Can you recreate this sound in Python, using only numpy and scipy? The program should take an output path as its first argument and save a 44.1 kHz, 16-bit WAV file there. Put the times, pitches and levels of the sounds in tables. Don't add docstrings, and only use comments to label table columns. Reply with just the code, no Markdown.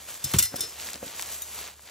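import sys
import numpy as np
from scipy import signal
from scipy.fft import rfft, irfft, next_fast_len
from scipy.io import wavfile

SR = 44100
rng = np.random.default_rng(int(sys.argv[2]) if len(sys.argv) > 2 else 0)


def master_out(mix):
    frames = np.transpose(np.atleast_2d(mix))
    ceiling = np.clip(frames, -1, 1)
    pcm = np.round(ceiling * 32767).astype(np.int16)
    wavfile.write(sys.argv[1], SR, pcm)


N = 83790
T = np.arange(N) / SR

# t/s, relative clash level/dB, relative ring level/dB, place of contact (0-1),
# chatter hold/s, level of the low range relative to the high/dB
STRIKES = [(0.2405, -26.5, -33, 0.8, 0.0086, -9), (0.314, -30.5, -50, .5, .0016, -2),
           (0.3356, -23.5, -38, 0.3, 0.0025, -3), (0.346, -31.5, -39, .3, 0.0056, 10),
           (0.363, -27.5, -49, .4, 0.0012, 0), (0.3855, -10.5, -32.5, 0, 0.0047, 0.5),
           (0.4, -23.5, -41, 0.3, 0.0033, 6.5), (0.416, -35, -47, .1, 0.0018, 4),
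           (0.425, -17.5, -27.5, 0.1, 0.0024, -6.5), (.435, -21.5, -33.5, 0.27, 0.0012, -0.5),
           (0.4527, -28.5, -35, 0.1, 0.0025, -2), (0.558, -31, -44, .86, 0.0082, 2.5),
           (0.592, -36, -47, .92, .002, -5), (.606, -24, -29, 0.89, 0.0029, -16),
           (0.624, -40, -38, .9, .003, 9), (0.636, -43, -44, 1, 0.0033, 6)]
# f/Hz, relative level struck at place 0/dB, the same at place 1/dB, t60/s
TONG_MODES = [(1395, -33, -36, .15), (1992, -15, -26, .19), (2126, -19, -30, .17), (2794, -15, -27, .2),
              (3022, -14, -17, .16), (3585, -12, -7, .19), (3828, -28, -15, .16), (4158, -7, -14, .19),
              (4544, -21, -26, .35), (4940, -11, -19, .22), (5057, -12, -12, .18), (5190, -24, -10, .06),
              (5294, -10.5, -3, .29), (5700, -21, -7, .13), (6030, -13, -19, .19), (6550, -22, -14, .25),
              (7241, -7, -17, .19), (7346, -9, -16, .25), (7560, -11, -18, .2), (8570, -13, -22, .13),
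              (8790, -10, -6, .2), (9110, -12, -15, .16), (9894, 0, -18, .18), (9985, -13, -6, .19),
              (10700, -19, -11, .15), (11830, -12, -11, .17), (12300, -10, -13, .15),
              (13275, -13, -22, .14)]
# f/Hz, relative level/dB
CLASH = [(400, -28), (1100, -24), (3000, -8.5), (4700, -8.5), (5900, 0), (6850, -6.5), (7500, -3),
         (9300, 3.5), (12100, 4), (13000, -16), (14700, -8), (15600, -23)]
WEIGHT_HZ = 4200


def from_db(db):
    return 10 ** (np.asarray(db) / 20)


def rms_one(x):
    return x / np.sqrt(np.mean(x ** 2) + 1e-20)


def at_hz(points, hz):
    f, v = np.transpose(points)
    return np.interp(np.log(np.maximum(hz, 1)), np.log(f), v)


def colour(x, spectrum):
    size = 2 * next_fast_len(N)
    hz = np.arange(size // 2 + 1) * SR / size
    gain = rms_one(from_db(at_hz(spectrum, hz)))
    cepstrum = irfft(np.log(gain))
    cepstrum[1:size // 2] *= 2
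    cepstrum[size // 2 + 1:] = 0
    response = np.exp(rfft(cepstrum))
    return irfft(rfft(x, size) * response)[:N]


def clicks(times, heights):
    return np.bincount((np.asarray(times) * SR).astype(int), heights, N)[:N]


def burst(start, hold, release):
    decay = np.exp(-np.clip((T - start - hold) / release, 0, 40))
    return (T >= start) * decay


def grit(per_s):
    return rms_one(rng.standard_normal(N) * (rng.random(N) < per_s / SR))


def ring(x, hz, t60):
    radius = from_db(-60 / (t60 * SR))
    w = 2 * np.pi * hz / SR
    return signal.lfilter([0, np.sin(w)], [1, -2 * radius * np.cos(w), radius ** 2], x + 1e-18)


def resonance(x, hz, t60):
    return np.diff(ring(x, hz, t60), prepend=0) / (2 * np.sin(np.pi * hz / SR))


def body(x, modes):
    return sum(from_db(db) * ring(x, hz, t60) for hz, db, t60 in modes)


def mode_db(db0, db1, place):
    return db0 + place * (db1 - db0)


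def tongs():
    crack_db, clang_db, ring_trim_db = -3, -2, 2
    crowd_db, crowd_t60_s = -4, 0.12
    s, clash_db, ring_db, place, _, weight_db = np.transpose(STRIKES)
    out = from_db(crack_db) * colour(chatter(), CLASH)
    out += from_db(clang_db) * clang(chatter())

    pitches = np.linspace(1200, 15500, 320) + rng.uniform(-22, 22, 320)
    gains = from_db(at_hz(CLASH, pitches))
    gains *= from_db(crowd_db) / np.sqrt(np.sum(gains ** 2) / 2)
    strengths = rng.standard_normal((len(s), len(pitches)))
    for hz, gain, strength in zip(pitches, gains, strengths.T):
        heights = from_db(clash_db + weight_db * (hz < WEIGHT_HZ)) * strength
        out += gain * ring(clicks(s, heights), hz, crowd_t60_s)

    for k, (hz, db0, db1, t60) in enumerate(TONG_MODES):
        heights = from_db(ring_trim_db + ring_db + mode_db(db0, db1, place))
        out += ring((-1) ** k * clicks(s, heights), hz, t60)
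    return out


def chatter():
    attack_s, release_s, grains_per_s = 0.001, 0.003, 6000
    high_level = low_level = 0
    for s, db, _, _, hold, weight_db in STRIKES:
        attack = np.clip((T - s) / attack_s, 0, 1)
        level = from_db(db) * burst(s, hold, release_s) * attack
        high_level = high_level + level
        low_level = low_level + from_db(weight_db) * level
    out = 0
    for kind, level in (("high", high_level), ("low", low_level)):
        band = signal.butter(3, WEIGHT_HZ, kind, fs=SR, output="sos")
        out = out + signal.sosfilt(band, level * grit(grains_per_s))
    return out


def clang(drive):
    # f/Hz, relative level/dB
    clang_modes = [(1426, -11), (2395, -17), (2900, -16), (3520, -12), (4150, -12), (4742, -13), (5717, -5),
                   (5991, -9), (6600, -12), (7197, -3), (7520, -1), (7700, 1), (8800, -1), (9097, -5),
                   (10206, -3), (10723, -2), (10992, -6), (11650, 0), (12225, -4), (13022, -16),
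                   (13436, -17), (13969, -14), (14744, -12)]
    t60_s = 0.029
    total = sum(from_db(db) * resonance(drive, hz, t60_s) for hz, db in clang_modes)
    power = sum(from_db(db) ** 2 for _, db in clang_modes) * t60_s * SR / (4 * np.log(1000))
    return total / np.sqrt(power)


def scrapes():
    # t/s, hold/s, level of the rattle/dB, place of contact (0-1)
    slides = [(.248, .012, -40, 1), (.392, .022, -34, .2), (.428, .032, -38, .1), (.568, .025, -45, 1),
              (.612, .034, -40, 1)]
    rise_s, release_s, t60_s = .003, .015, .06
    slips_per_s, grit_db, top_hz = 1500, -6, 7600
    softening = signal.butter(2, top_hz, fs=SR, output="sos")
    out = 0
    for s, length, db, place in slides:
        slips = signal.sosfilt(softening, grit(slips_per_s))
        rattle = sum(from_db(mode_db(db0, db1, place)) * ring(slips, hz, t60_s)
                     for hz, db0, db1, _ in TONG_MODES)
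        sound = rms_one(rattle) + from_db(grit_db) * rms_one(colour(slips, CLASH))
        rise = np.clip((T - s) / rise_s, 0, 1)
        out = out + from_db(db) * burst(s, length, release_s) * rise * sound
    return out


def landings():
    # t/s, relative thud level/dB, crunch level/dB, push time constant/s,
    # frequency ratio of the soil modes
    contacts = [(0.2443, -25, -49, .0016, 1.44), (.258, -31, -54, 0.0014, 1.3),
                (.3428, -22, -22.5, 0.0003, 0.99), (.348, -21.5, -38, 0.00088, 1.094),
                (0.3606, -19.5, -36, 0.00096, 0.94), (0.37, -28.5, -43, 0.0011, .95),
                (.388, -38.5, -37, .00027, .94), (.402, -31.5, -36, 0.0011, 1.11),
                (0.423, -36, -56, 0.0014, 0.98), (0.438, -38, -54, 0.002, 0.99),
                (.606, -47, -56, .0008, 1.3)]
    # f/Hz before the ratio, relative level/dB, t60/s
    soil_modes = [(89, 3.5, 0.059), (137, -3.5, 0.06), (181, -2.5, 0.072), (353.4, -1.5, 0.068),
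                  (470, -6, 0.028)]
    # f/Hz, relative level/dB, t60/s
    flex_modes = [(102.6, -18, 0.47), (138.9, -12.5, 0.32), (289.3, -12.5, 0.2)]
    # f/Hz, relative level/dB
    crunch_spectrum = [(100, 4.5), (440, 3.5), (690, -10.5), (820, -2.5), (1200, -2), (1800, -5.5),
                       (3000, -2), (8000, -16.5)]
    lead_s, release_s = .0048, 0.009
    out, crush = 0, 0
    for s, thud_db, crunch_db, length, ratio in contacts:
        age = np.maximum(T - s, 0) / length
        push = from_db(thud_db) * age * burst(s, 0, length) / (length * SR)
        modes = [(hz * ratio, db, t60) for hz, db, t60 in soil_modes] + list(flex_modes)
        out = out + sum(from_db(db) * resonance(push, hz, t60) for hz, db, t60 in modes)
        crush = crush + from_db(crunch_db) * burst(s - lead_s, 0, release_s)
    return out + colour(crush * rng.standard_normal(N), crunch_spectrum)


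def knocks():
    # t/s, relative level/dB, frequency ratio, scuff level/dB, scuff fall time constant/s
    blows = [(.5425, -29, 1.023, -36, 0.0091), (.586, -43, 0.88, -44, 0.045),
             (.638, -46, 0.62, -49.5, 0.024), (.957, -42.5, 1, -41.5, 0.005),
             (1.0287, -31.5, 0.992, -42.5, 0.016), (1.066, -42, 0.73, -54, 0.02)]
    # f/Hz before the ratio, relative level/dB, t60/s
    hollow_modes = [(125, -21, .16), (240, -13, 0.13), (293, -12, 0.13), (381, -14.5, 0.093),
                    (522, -4, 0.072), (565, -1, 0.059), (686, -5, 0.07)]
    # f/Hz, relative level/dB
    scuff_spectrum = [(80, -11), (280, -1), (600, -5.5), (900, -20), (1500, -10), (4000, -30)]
    rise_s = 0.012
    out, rub = 0, 0
    for s, db, ratio, rub_db, fall in blows:
        modes = [(hz * ratio, level, t60) for hz, level, t60 in hollow_modes]
        out = out + body(clicks([s], [from_db(db)]), modes)
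        rub = rub + from_db(rub_db) * np.exp(-np.maximum((s - T) / rise_s, (T - s) / fall))
    return out + colour(rub * rng.standard_normal(N), scuff_spectrum)


def tink():
    # f/Hz, relative level/dB, t60/s
    metal_modes = [(3770, -7, 0.096), (6000, -5.5, 0.1), (6800, -3, 0.075), (8100, -9, .1),
                   (8780, 3, 0.053), (12130, 6, 0.054), (12800, -5, 0.063), (15000, -12, .06)]
    touch_s, touch_db = 1.4195, -32.5
    out = 0
    for hz, db, t60 in metal_modes:
        touch = clicks([touch_s + rng.uniform(0, 0.0014)], [1])
        out = out + from_db(touch_db + db) * ring(touch, hz, t60)
    return out


def snaps():
    # t/s, peak level/dB, band centre f/Hz
    fractures = [(0.7996, -24.5, 3180), (.8068, -22, 9400), (.814, -22, 7000), (.844, -29, 9000),
                 (.871, -21.5, 5000), (.888, -25, 1960), (0.9331, -16.5, 8000), (.9425, -21.5, 4930),
                 (0.9573, -22, 6130), (1.0804, -24.5, 3200), (1.1955, -19.5, 2230), (1.1963, -27.5, 1160),
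                 (1.2012, -30, 3200), (1.2125, -17, 9000), (1.2238, -11, 7600), (1.2281, -23, 3200),
                 (1.228, -30, 1000), (1.29, -32, 2500), (1.3255, -21, 8060), (1.335, -22, 8300),
                 (1.591, -27, 4240), (1.669, -31, 4500), (1.7948, -37.5, 1140), (1.878, -33, 2960),
                 (1.89, -38, 1780)]
    release_s, width, crumble = .0007, 1.54, 0.19
    out = np.zeros(N)
    for s, db, hz in fractures:
        band = signal.butter(2, [hz / width, hz * width], "band", fs=SR, output="sos")
        crumbling = crumble * burst(s, 0, release_s) * rng.standard_normal(N)
        crack = signal.sosfilt(band, clicks([s], [1]) + crumbling)
        out += from_db(db) * crack / np.abs(crack).max()
    return out


def leaves():
    # t/s, low crush level before trim/dB, high hiss level before trim/dB
    rustle = [(0, -50.5, -45.5), (0.065, -51.5, -47.5), (0.088, -44.5, -38.5), (0.16, -47.5, -41.5),
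              (0.19, -50.5, -45.5), (0.235, -47.5, -42.5), (0.3, -44, -36.5), (.36, -43, -37),
              (.44, -56, -45), (0.51, -52.5, -45), (0.589, -47, -44.5), (0.7, -49, -42),
              (0.77, -47.5, -45.5), (0.81, -43.5, -38.5), (0.89, -43, -38), (0.93, -45.5, -43),
              (0.98, -50.5, -46.5), (1.01, -53, -46), (1.07, -44.5, -40), (1.14, -46.5, -44.5),
              (1.19, -43.5, -36.5), (1.25, -45.5, -41), (1.35, -43, -35.5), (1.38, -48.5, -39),
              (1.46, -50, -43), (1.59, -42, -38), (1.68, -45, -44.5), (1.761, -59.5, -56),
              (1.84, -56.5, -50.5), (1.885, -49.5, -51)]
    # f/Hz, relative level/dB
    leaf_spectrum = [(130, -6.5), (250, -9), (600, -3.5), (1500, -4.5), (3000, -4), (5500, -5), (7400, -1),
                     (9500, 0), (12200, 0.5), (13300, -13), (15700, -17)]
    crush_trim_db, hiss_trim_db, split_hz = 1, 0.5, 5410
    grains_per_s, spread_db, grain_share = 2500, 5, 0.5
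    s, crush_db, hiss_db = np.transpose(rustle)
    out = 0
    for kind, level_db in (("low", crush_db + crush_trim_db), ("high", hiss_db + hiss_trim_db)):
        sizes = from_db(spread_db * np.minimum(rng.exponential(1, N), 4)) * rng.choice([-1, 1], N)
        grains = rms_one(sizes * (rng.random(N) < grains_per_s / SR))
        rub = rng.standard_normal(N)
        sound = colour(np.sqrt(grain_share) * grains + np.sqrt(1 - grain_share) * rub, leaf_spectrum)
        band = signal.butter(3, split_hz, kind, fs=SR, output="sos")
        out = out + rms_one(signal.sosfilt(band, sound)) * from_db(np.interp(T, s, level_db))
    return out


def background():
    # f/Hz, relative level/dB
    air_spectrum = [(25, -31), (70, 5), (150, -8), (400, -9.5), (1500, -16.5), (6000, -21), (15000, -26)]
    # t/s, rms level/dB
    hum_level = [(.04, -60.5), (.14, -74), (.3, -68), (.6, -61.5), (1.8, -58), (1.86, -71)]
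    air_db, hum_hz, waver_db = -64, 71.5, 2.5
    waver = np.interp(T, np.linspace(0, T[-1], 20), rng.standard_normal(20))
    level_db = np.interp(T, *np.transpose(hum_level)) + waver_db * waver
    hum = np.sqrt(2) * from_db(level_db) * np.sin(2 * np.pi * hum_hz * T)
    return hum + from_db(air_db) * colour(rng.standard_normal(N), air_spectrum)


def scattered(x):
    echoes = burst(0, 0, 0.0024) * rng.standard_normal(N)
    return signal.fftconvolve(x, echoes / np.sqrt(np.sum(echoes ** 2)))[:N]


def ports(direct, diffuse):
    # f/Hz, lead of the left/rad
    port_phase = [(300, 0), (750, .75), (1450, 0), (4000, .05), (4800, 1.4), (5100, 0), (5950, .2),
                  (7000, 1.15), (9000, 2.9), (10900, 3.3), (12700, 4.4), (13900, 6.28)]
    # f/Hz, level/dB
    scatter_gain = [(150, -34), (600, -13), (1200, -11), (2200, -22), (4000, -16), (4800, -9), (5400, -20),
                    (6500, -10), (8000, -10), (10000, -24), (13000, -7), (14300, -24)]
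    size = 2 * next_fast_len(N)
    hz = np.arange(size // 2 + 1) * SR / size
    mid = rfft(direct, size)
    side = rfft(diffuse, size) * from_db(at_hz(scatter_gain, hz))
    turn = np.exp(.5j * at_hz(port_phase, hz))
    left = irfft((mid + side) * turn)[:N]
    right = irfft((mid - side) / turn)[:N]
    return np.array([left, right])


def scene():
    contacts = tongs() + scrapes() + landings() + knocks() + tink() + snaps()
    return ports(contacts + leaves() + background(), scattered(contacts) + leaves())


def record(dry):
    low_cut_hz, top_cut_hz = 57, 15700
    low_cut = signal.butter(4, low_cut_hz, "high", fs=SR, output="sos")
    top_cut = signal.ellip(10, .2, 80, top_cut_hz, fs=SR, output="sos")
    rounded = np.tanh(signal.sosfilt(low_cut, dry))
    return signal.sosfilt(top_cut, rounded)


dry = scene()
out = record(dry)
master_out(out)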